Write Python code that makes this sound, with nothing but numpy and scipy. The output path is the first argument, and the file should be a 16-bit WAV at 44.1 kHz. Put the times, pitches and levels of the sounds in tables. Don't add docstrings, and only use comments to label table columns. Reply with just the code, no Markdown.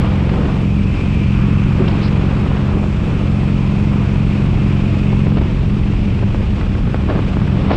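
import sys
import numpy as np
from scipy import signal
from scipy.fft import rfft, irfft
from scipy.io import wavfile
from scipy.ndimage import uniform_filter1d, map_coordinates

SR = 44100
rng = np.random.default_rng(int(sys.argv[2]) if len(sys.argv) > 2 else 0)


def materialize(psi):
    bounded = np.clip(np.atleast_2d(psi).T, -1, 1)
    quanta = np.round(bounded * 32767).astype(np.int16)
    wavfile.write(sys.argv[1], SR, quanta)


def natural_amplitude(level_db):
    exponent = np.asarray(level_db, float) / 20
    return 10 ** exponent


N = 342216
TIME_S = np.arange(N) / SR
LEAD = 1400
EASE_S, SHUT_S, SHUTTING_S = 5.22, 5.92, 0.11


def unit(x):
    return x / np.sqrt(np.mean(x ** 2) + 1e-20)


def along(points, hz):
    f, v = np.transpose([*points, (30000, -160)])
    return np.interp(np.log(hz + 1), np.log(f + 1), v)


def curve(rows):
    s, value = np.transpose(rows)
    return np.interp(TIME_S, s, value)


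def wobble(rate_hz):
    knots = rng.standard_normal(int(N * rate_hz / SR) + 4)
    return map_coordinates(knots, [np.arange(N) * rate_hz / SR])


def coloured(x, spectrum):
    m = 2 ** 19
    cep = irfft(np.log(natural_amplitude(along(spectrum, np.fft.rfftfreq(m, 1 / SR)))), m)
    cep[1:m // 2] *= 2
    cep[m // 2 + 1:] = 0
    running = np.concatenate([x[-LEAD:], x])
    return irfft(rfft(running, m) * np.exp(rfft(cep)), m)[LEAD:][:N]


def rush(spectrum, patchy_db):
    z = signal.stft(rng.standard_normal(N), nperseg=512)[2]
    field = uniform_filter1d(rng.standard_normal(z.shape), size=6, axis=0)
    field = uniform_filter1d(field, size=10, axis=1)
    patchy = signal.istft(z * natural_amplitude(patchy_db * unit(field)), nperseg=512)[1][:N]
    return unit(coloured(patchy, spectrum))


def levelled(x, size, floor):
    return x / np.sqrt(np.abs(uniform_filter1d(x ** 2, size=size)) + floor)


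def swells(rows):
    return sum(height * np.exp(-(2 * (TIME_S - s) / length_s) ** 2) for s, height, length_s in rows)


def stroke(turns, at, sharp):
    return np.exp(sharp * (np.cos(2 * np.pi * (turns - at)) - 1))


def shut(start_s):
    return np.clip((TIME_S - start_s) / SHUTTING_S, 0, 1)


# time_s, speed_cycles_per_s (four-stroke)
ENGINE = [(0.0, 22.082), (0.3, 22.053), (0.6, 22.187), (2.4, 22.628), (2.7, 22.625), (3.0, 22.71),
          (4.2, 22.716), (4.5, 22.802), (4.8, 22.654), (5.1, 22.653), (5.4, 22.615), (6.0, 22.455),
          (6.2, 21.967), (6.6, 22.135), (6.8, 21.741), (7.0, 21.744), (7.2, 21.631), (7.76, 21.61)]


def engine_speed():
    return curve(ENGINE)


# time_s, load_db
LOAD = [(0, -2), (.5, -3), (.9, -2), (1.35, 1), (2.0, 0), (2.65, -4.5), (2.95, -3.5), (3.3, -2), (4.2, -1),
        (5.15, 0.5), (5.35, -2.5), (5.65, -3.5), (6.0, -1), (6.4, -3), (6.95, -6), (7.2, -3), (7.76, -4)]


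def engine_load():
    return curve(LOAD)


# time_s, unevenness_0_to_1
RAGGED = [(0, .05), (5.4, .05), (5.9, .12), (6.15, .55), (6.6, .45), (6.85, .17), (7.3, .12), (7.76, .12)]
# pitch_hz, level_db
PIPE = [(15, -40), (45, -13), (68, -17), (90, -1), (113, -2), (136, 5), (158, -3), (204, -2.7), (228, -13),
        (260, -23), (295, -28), (362, -29), (450, -37), (900, -70)]
# pitch_hz, gain_db
COASTING = [(15, -2.5), (110, 2.5), (131, 1.5), (152, -3), (196, 1), (260, -6), (20000, -5)]
# pitch_hz, gain_db
LEAN = [(15, 0), (112, 0), (134, -10), (158, -5), (190, 0), (20000, 0)]
# pitch_hz, level_db
BARK = [(120, -40), (160, -12), (181, 1), (204, -5), (227, -6), (250, -4), (272, -4), (286, 3), (298, 3),
        (308, -8), (318, -5), (340, -11), (362, -2), (400, -11), (500, -18), (800, -36), (2000, -80)]


def exhaust(turns):
    rear_at_cycle, rear_db = 405 / 720, 1.4
    ragged = curve(RAGGED)
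    whole = np.arange(int(turns[-1]) + 1)
    fire_turns = np.stack([whole, whole + rear_at_cycle], axis=1).ravel()
    fire = np.interp(fire_turns, turns, np.arange(N))
    late, strong = rng.standard_normal((len(fire), 2)).T
    rough = ragged[fire.astype(int)]
    fire = np.clip(fire + rough * late * .0022 * SR, 0, N - 1).astype(int)
    size = natural_amplitude(9 * rough * strong + np.resize([0, rear_db], len(fire)))

    both = np.bincount(fire, size, minlength=N)
    pull = unit(coloured(both - both.mean(), PIPE))
    closed = shut(SHUT_S)
    drone = (1 - closed) * pull + closed * coloured(pull, COASTING)
    lean = np.clip(3 * ragged - .35, 0, 1)
    drone = (1 - lean) * drone + lean * coloured(drone, LEAN)
    drone = natural_amplitude(1.8 * wobble(6)) * drone

    near = np.bincount(fire[::2], size[::2], minlength=N)
    bark = natural_amplitude(-15) * unit(coloured(near, BARK))
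    return natural_amplitude(-13.57 + engine_load()) * (drone - bark)


# pitch_hz, density_db_per_hz
CASE = [(1200, -22), (1900, -7.5), (2500, -3), (3100, -7.5), (4000, -16.5), (5200, -21.5), (6000, -28.5),
        (8000, -66.5)]
# pitch_hz, width_hz, level_db
FINS = [(2178, 18, -4), (2225, 20, -11), (2360, 22, -3), (2400, 30, -9), (2475, 20, -11), (2540, 160, -6),
        (2655, 25, -8), (2790, 70, -13), (3000, 50, -14)]


def valve_gear(turns):
    beat = 1 + 0.099 * stroke(turns, 0.034, 8.1) + 0.47 * stroke(turns, 0.57, 4.1)
    ticks = coloured(rng.standard_normal(N) * natural_amplitude(1.9 * wobble(700)), CASE)
    case = unit(beat * (rush(CASE, patchy_db=-0.5) + 0.36 * unit(ticks)))

    hz = np.fft.rfftfreq(N, 1 / SR)
    fins = sum(natural_amplitude(db) * 1j * hz * w / (c * c - hz * hz + 1j * hz * w) for c, w, db in FINS)
    ring = levelled(unit(irfft(rfft(ticks) * fins, N)), 1500, .05)

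    eased = shut(EASE_S)
    stream_db = air_stream()
    stream_db = stream_db - stream_db.mean()
    match = np.exp(-((engine_speed() - 22.3) / .1) ** 2)
    sing_db = -0.9 - 0.73 * stream_db - 10.5 * eased + 3 * match
    clatter_db = -40 + 0.94 * engine_load() + 2.5 * eased
    clatter_db = clatter_db + 0.11 * gusts() + 0.4 * stream_db
    return natural_amplitude(clatter_db) * (case + natural_amplitude(sing_db) * ring)


# pitch_hz, match_cycles_per_s, reach_cycles_per_s, level_db
WHINES = [(2360, 22.3, .12, -40.5), (2178, 22.68, .07, -50)]


def whine():
    speed, load_db = engine_speed(), engine_load()
    out = np.zeros(N)
    for hz, at, reach, db in WHINES:
        level = natural_amplitude(db + 1.5 * load_db + 1.1 * wobble(11))
        match = np.exp(-((speed - at) / reach) ** 2)
        out += level * match * np.sin(2 * np.pi * hz * TIME_S + 0.4 * wobble(25))
    return (1 - shut(EASE_S)) * out


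# time_s, level_db
WIND = [(0, -26.5), (.44, -31), (.69, -34.5), (1.1, -33), (1.72, -33.5), (1.95, -28.5), (2.6, -30),
        (2.82, -35.5), (2.9, -32.5), (3.4, -31.5), (4.4, -31.5), (5.3, -32), (5.7, -34.5), (6.85, -34.5),
        (7.2, -32.5), (7.45, -32.5), (7.76, -26.5)]


def air_stream():
    return curve(WIND)


# time_s, level_db
HEAVE = [(0, -40), (2, -35.5), (4.2, -31), (4.7, -23.5), (5.8, -23.5), (6.3, -19), (6.8, -30), (7.76, -36)]
# pitch_hz, density_db_per_hz
DEEP = [(10, -25), (25, -5.5), (38, -0.5), (55, -10), (90, -31.5)]
# pitch_hz, density_db_per_hz
RUMBLE = [(10, -25), (25, -12.5), (40, -4.5), (75, -2.5), (100, -8.5), (140, -11), (215, -10), (250, -18),
          (300, -24), (450, -31.5), (900, -61.5)]
# pitch_hz, density_db_per_hz
FLUTTER = [(120, -23), (250, -2.5), (400, -4.5), (700, -12), (1200, -13.5), (1800, -21), (3500, -27.5),
           (5500, -46.5), (7000, -84)]


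def wind(turns):
    gust_db = gusts()
    heave = natural_amplitude(curve(HEAVE)) * rush(DEEP, patchy_db=0.5)

    slow = wobble(12)
    eddies = levelled(rush(RUMBLE, patchy_db=.6), 6000, .1)
    low = unit(natural_amplitude(1.1 * slow + .6 * wobble(5)) * eddies)
    rumble = natural_amplitude(-17.5 + .05 * gust_db) * low

    lumps = natural_amplitude(0.23 * slow + 0.49 * wobble(90)) * (1 + 0.24 * stroke(turns, 0.11, 11))
    flutter = unit(lumps * rush(FLUTTER, patchy_db=0.8))
    return heave + rumble + natural_amplitude(air_stream() + 0.11 * gust_db + 3) * flutter


# pitch_hz, density_db_per_hz
HISS = [(2500, -20), (4200, 5), (5500, 3), (6200, 0), (7800, -1), (9000, -7), (9500, -16), (10700, -14),
        (11300, -23), (12000, -30), (13400, -28), (14300, -44), (16000, -55)]


def road():
    return natural_amplitude(-51.5 + 0.27 * engine_load() - 2 * shut(EASE_S)) * rush(HISS, patchy_db=.8)


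# centre_s, level_db, length_s
SURGES = [
    (0.093, -24.5, 0.097),
    (0.33, -22.5, 0.24),
    (1.816, -7, 0.058),
    (1.89, -23, .06),
    (2.756, -18, 0.084),
    (5.383, -22, 0.062),
    (6.095, -25.5, 0.11),
    (6.596, -28, 0.087),
    (7.163, -29, .1),
    (7.4, -27.5, 0.13),
]
# pitch_hz, density_db_per_hz
SURGE = [(40, -27), (100, 3.5), (220, 0.5), (400, -3.5), (700, -27), (1500, -42.5)]


def surges():
    return swells([(s, natural_amplitude(db), length_s) for s, db, length_s in SURGES]) * rush(SURGE, patchy_db=6.5)


# start_s, peak_db, brightness_db
SLAPS = [(0.291, -21, 1), (0.336, -15, -10), (0.365, -24.5, -12), (0.43, -15.5, -12), (0.452, -22.5, -6.5),
         (1.06, -23, -11), (1.168, -27, -25), (1.82, -13.5, -22), (1.876, -25.5, -16), (1.937, -19.5, -27),
         (2.515, -18.5, -14), (2.566, -19, -9), (2.77, -17.5, -23), (2.838, -16, -28), (3.429, -19, -25),
         (4.156, -20, -5), (4.416, -22.5, -8), (5.127, -21, -28), (5.267, -12, -16), (5.318, -16, -26),
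         (5.369, -12, -9), (5.381, -14.5, -7.5), (5.41, -21, -23), (5.934, -19, -14), (6.344, -12.5, -27),
         (6.405, -18, -18), (6.577, -29, -22), (6.609, -21, -2), (6.63, -16.5, -18), (6.749, -21, -5),
         (6.873, -18.5, -34), (6.942, -10, -15), (7.098, -14, -10), (7.106, -16, -17), (7.149, -19, -7),
         (7.158, -12.5, -11.5), (7.189, -12.5, -30), (7.332, -24, -16), (7.367, -12, -18),
         (7.414, -15.5, -10), (7.475, -21.5, -6), (7.612, -20, -19), (7.703, -10, -12), (7.712, -8.5, -9),
         (7.716, -17.5, -12), (7.72, -17.5, -10), (7.73, -14, -10)]


def slaps():
    dull, bright, t = np.zeros(N + SR), np.zeros(N + SR), np.arange(SR // 20) / SR
    for s, db, bright_db in SLAPS:
        puff = rng.standard_normal((2, len(t))) * (1 - np.exp(-t / .001)) * np.exp(-t / .0035)
        puff /= np.linalg.norm(puff, axis=1, keepdims=True)
        puff[0] *= .5
        puff[0, 40] -= 1.4
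        start = round((s + .0015) * SR)
        dull[start:][:len(t)] += natural_amplitude(db) * puff[0]
        bright[start:][:len(t)] += natural_amplitude(db + bright_db) * puff[1]
    thump_hz_db = [(60, -40), (250, 9.5), (700, -2.5), (1500, -12.5), (3000, -31), (8000, -58.5)]
    edge_hz_db = [(500, -29.5), (900, -0.5), (1400, 7), (1900, 5), (3000, -1.5), (5000, -15.5), (7000, -71)]
    return natural_amplitude(27) * coloured(dull[:N], thump_hz_db) + natural_amplitude(23) * coloured(bright[:N], edge_hz_db)


# centre_s, rise_db, length_s
GUSTS = [(0.363, 3, 0.23), (0.548, 4, 0.28), (1.804, 6.5, 0.072), (1.897, 4.5, 0.076), (2.312, 3.5, 0.055),
         (2.536, 1.5, 0.16), (2.748, 6, 0.17), (2.834, 3, 0.019), (3.452, 3.5, 0.08), (4.597, 3.5, 0.12),
         (5.132, 6.5, 0.023), (5.265, 6.5, 0.016), (5.38, 7.5, 0.03), (5.419, 8, 0.015), (6.232, 6.5, 0.02),
         (6.34, -0.5, 0.16), (6.872, 4.5, 0.0085), (6.944, -3, 0.03), (7.102, 9.5, 0.045),
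         (7.161, 7.5, 0.073), (7.569, 8, 0.025), (7.623, 3, 0.067), (7.716, 10.5, 0.056)]


def gusts():
    return swells(GUSTS)


# pitch_hz, density_db_per_hz
BUFFET = [(90, -26.5), (200, 3), (350, -1), (550, -3.5), (1000, -11), (2500, -29), (4500, -41.5),
          (7000, -71.5)]


def buffets():
    eddies = natural_amplitude(3 * wobble(110)) * rush(BUFFET, patchy_db=2)
    return natural_amplitude(-24) * (natural_amplitude(gusts()) - 1) * levelled(eddies, 1800, 1e-3)


# time_s, level_db
CAR = [(0, -59), (1.22, -54), (1.33, -37), (1.75, -36), (2.1, -45), (2.6, -43.5), (2.76, -44),
       (2.86, -60.5), (7.76, -61)]
# pitch_hz, density_db_per_hz
TYRES = [(500, -29), (850, -4), (1150, 2), (1500, -2.5), (1900, -9.5), (3000, -21), (6000, -50.5)]


def car():
    return natural_amplitude(curve(CAR)) * rush(TYRES, patchy_db=1.5)


# start_s, pitch_hz, level_db, length_s, width_hz
RATTLES = [
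    (1.872, 2500, -24, .02, 1200),
    (1.879, 4900, -36, .014, 700),
    (1.912, 4500, -44, .016, 900),
    (1.995, 3800, -42, .06, 600),
    (2.0, 4400, -38.5, .095, 900),
    (2.03, 4900, -43, .075, 600),
    (7.69, 4000, -39, .11, 1300),
]


def rattles():
    out, t = np.zeros(N + SR), np.arange(SR // 5) / SR
    for s, hz, db, length_s, width_hz in RATTLES:
        band = np.exp(-((np.fft.rfftfreq(len(t), 1 / SR) - hz) / width_hz) ** 2)
        narrow = unit(irfft(rfft(rng.standard_normal(len(t))) * band, len(t)))
        swell = np.sin(np.pi * np.clip(t / length_s, 0, 1)) ** 2
        out[round(s * SR):][:len(t)] += natural_amplitude(db) * narrow * swell
    return out[:N]


def scene():
    turns = np.cumsum(engine_speed()) / SR + .064
    engine = exhaust(turns) + valve_gear(turns) + whine()
    air = wind(turns) + surges() + slaps() + buffets()
    return (engine + air + road() + car() + rattles())[None]


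def roll_off(x):
    return signal.sosfilt(signal.butter(12, 15500, fs=SR, output="sos"), x)


def record(dry):
    window = np.hanning(1500) / 750
    power = np.abs(signal.fftconvolve(dry ** 2, window[None], "same")) + 1e-6
    even = dry * (power / natural_amplitude(-27)) ** -.19
    soft = even / (1 + (even / .95) ** 4) ** .25
    to_edge = np.minimum(np.arange(N), np.arange(N)[::-1])
    return roll_off(soft * np.clip(.6 + to_edge / 300, 0, 1))


dry = scene()
out = record(dry)
materialize(out)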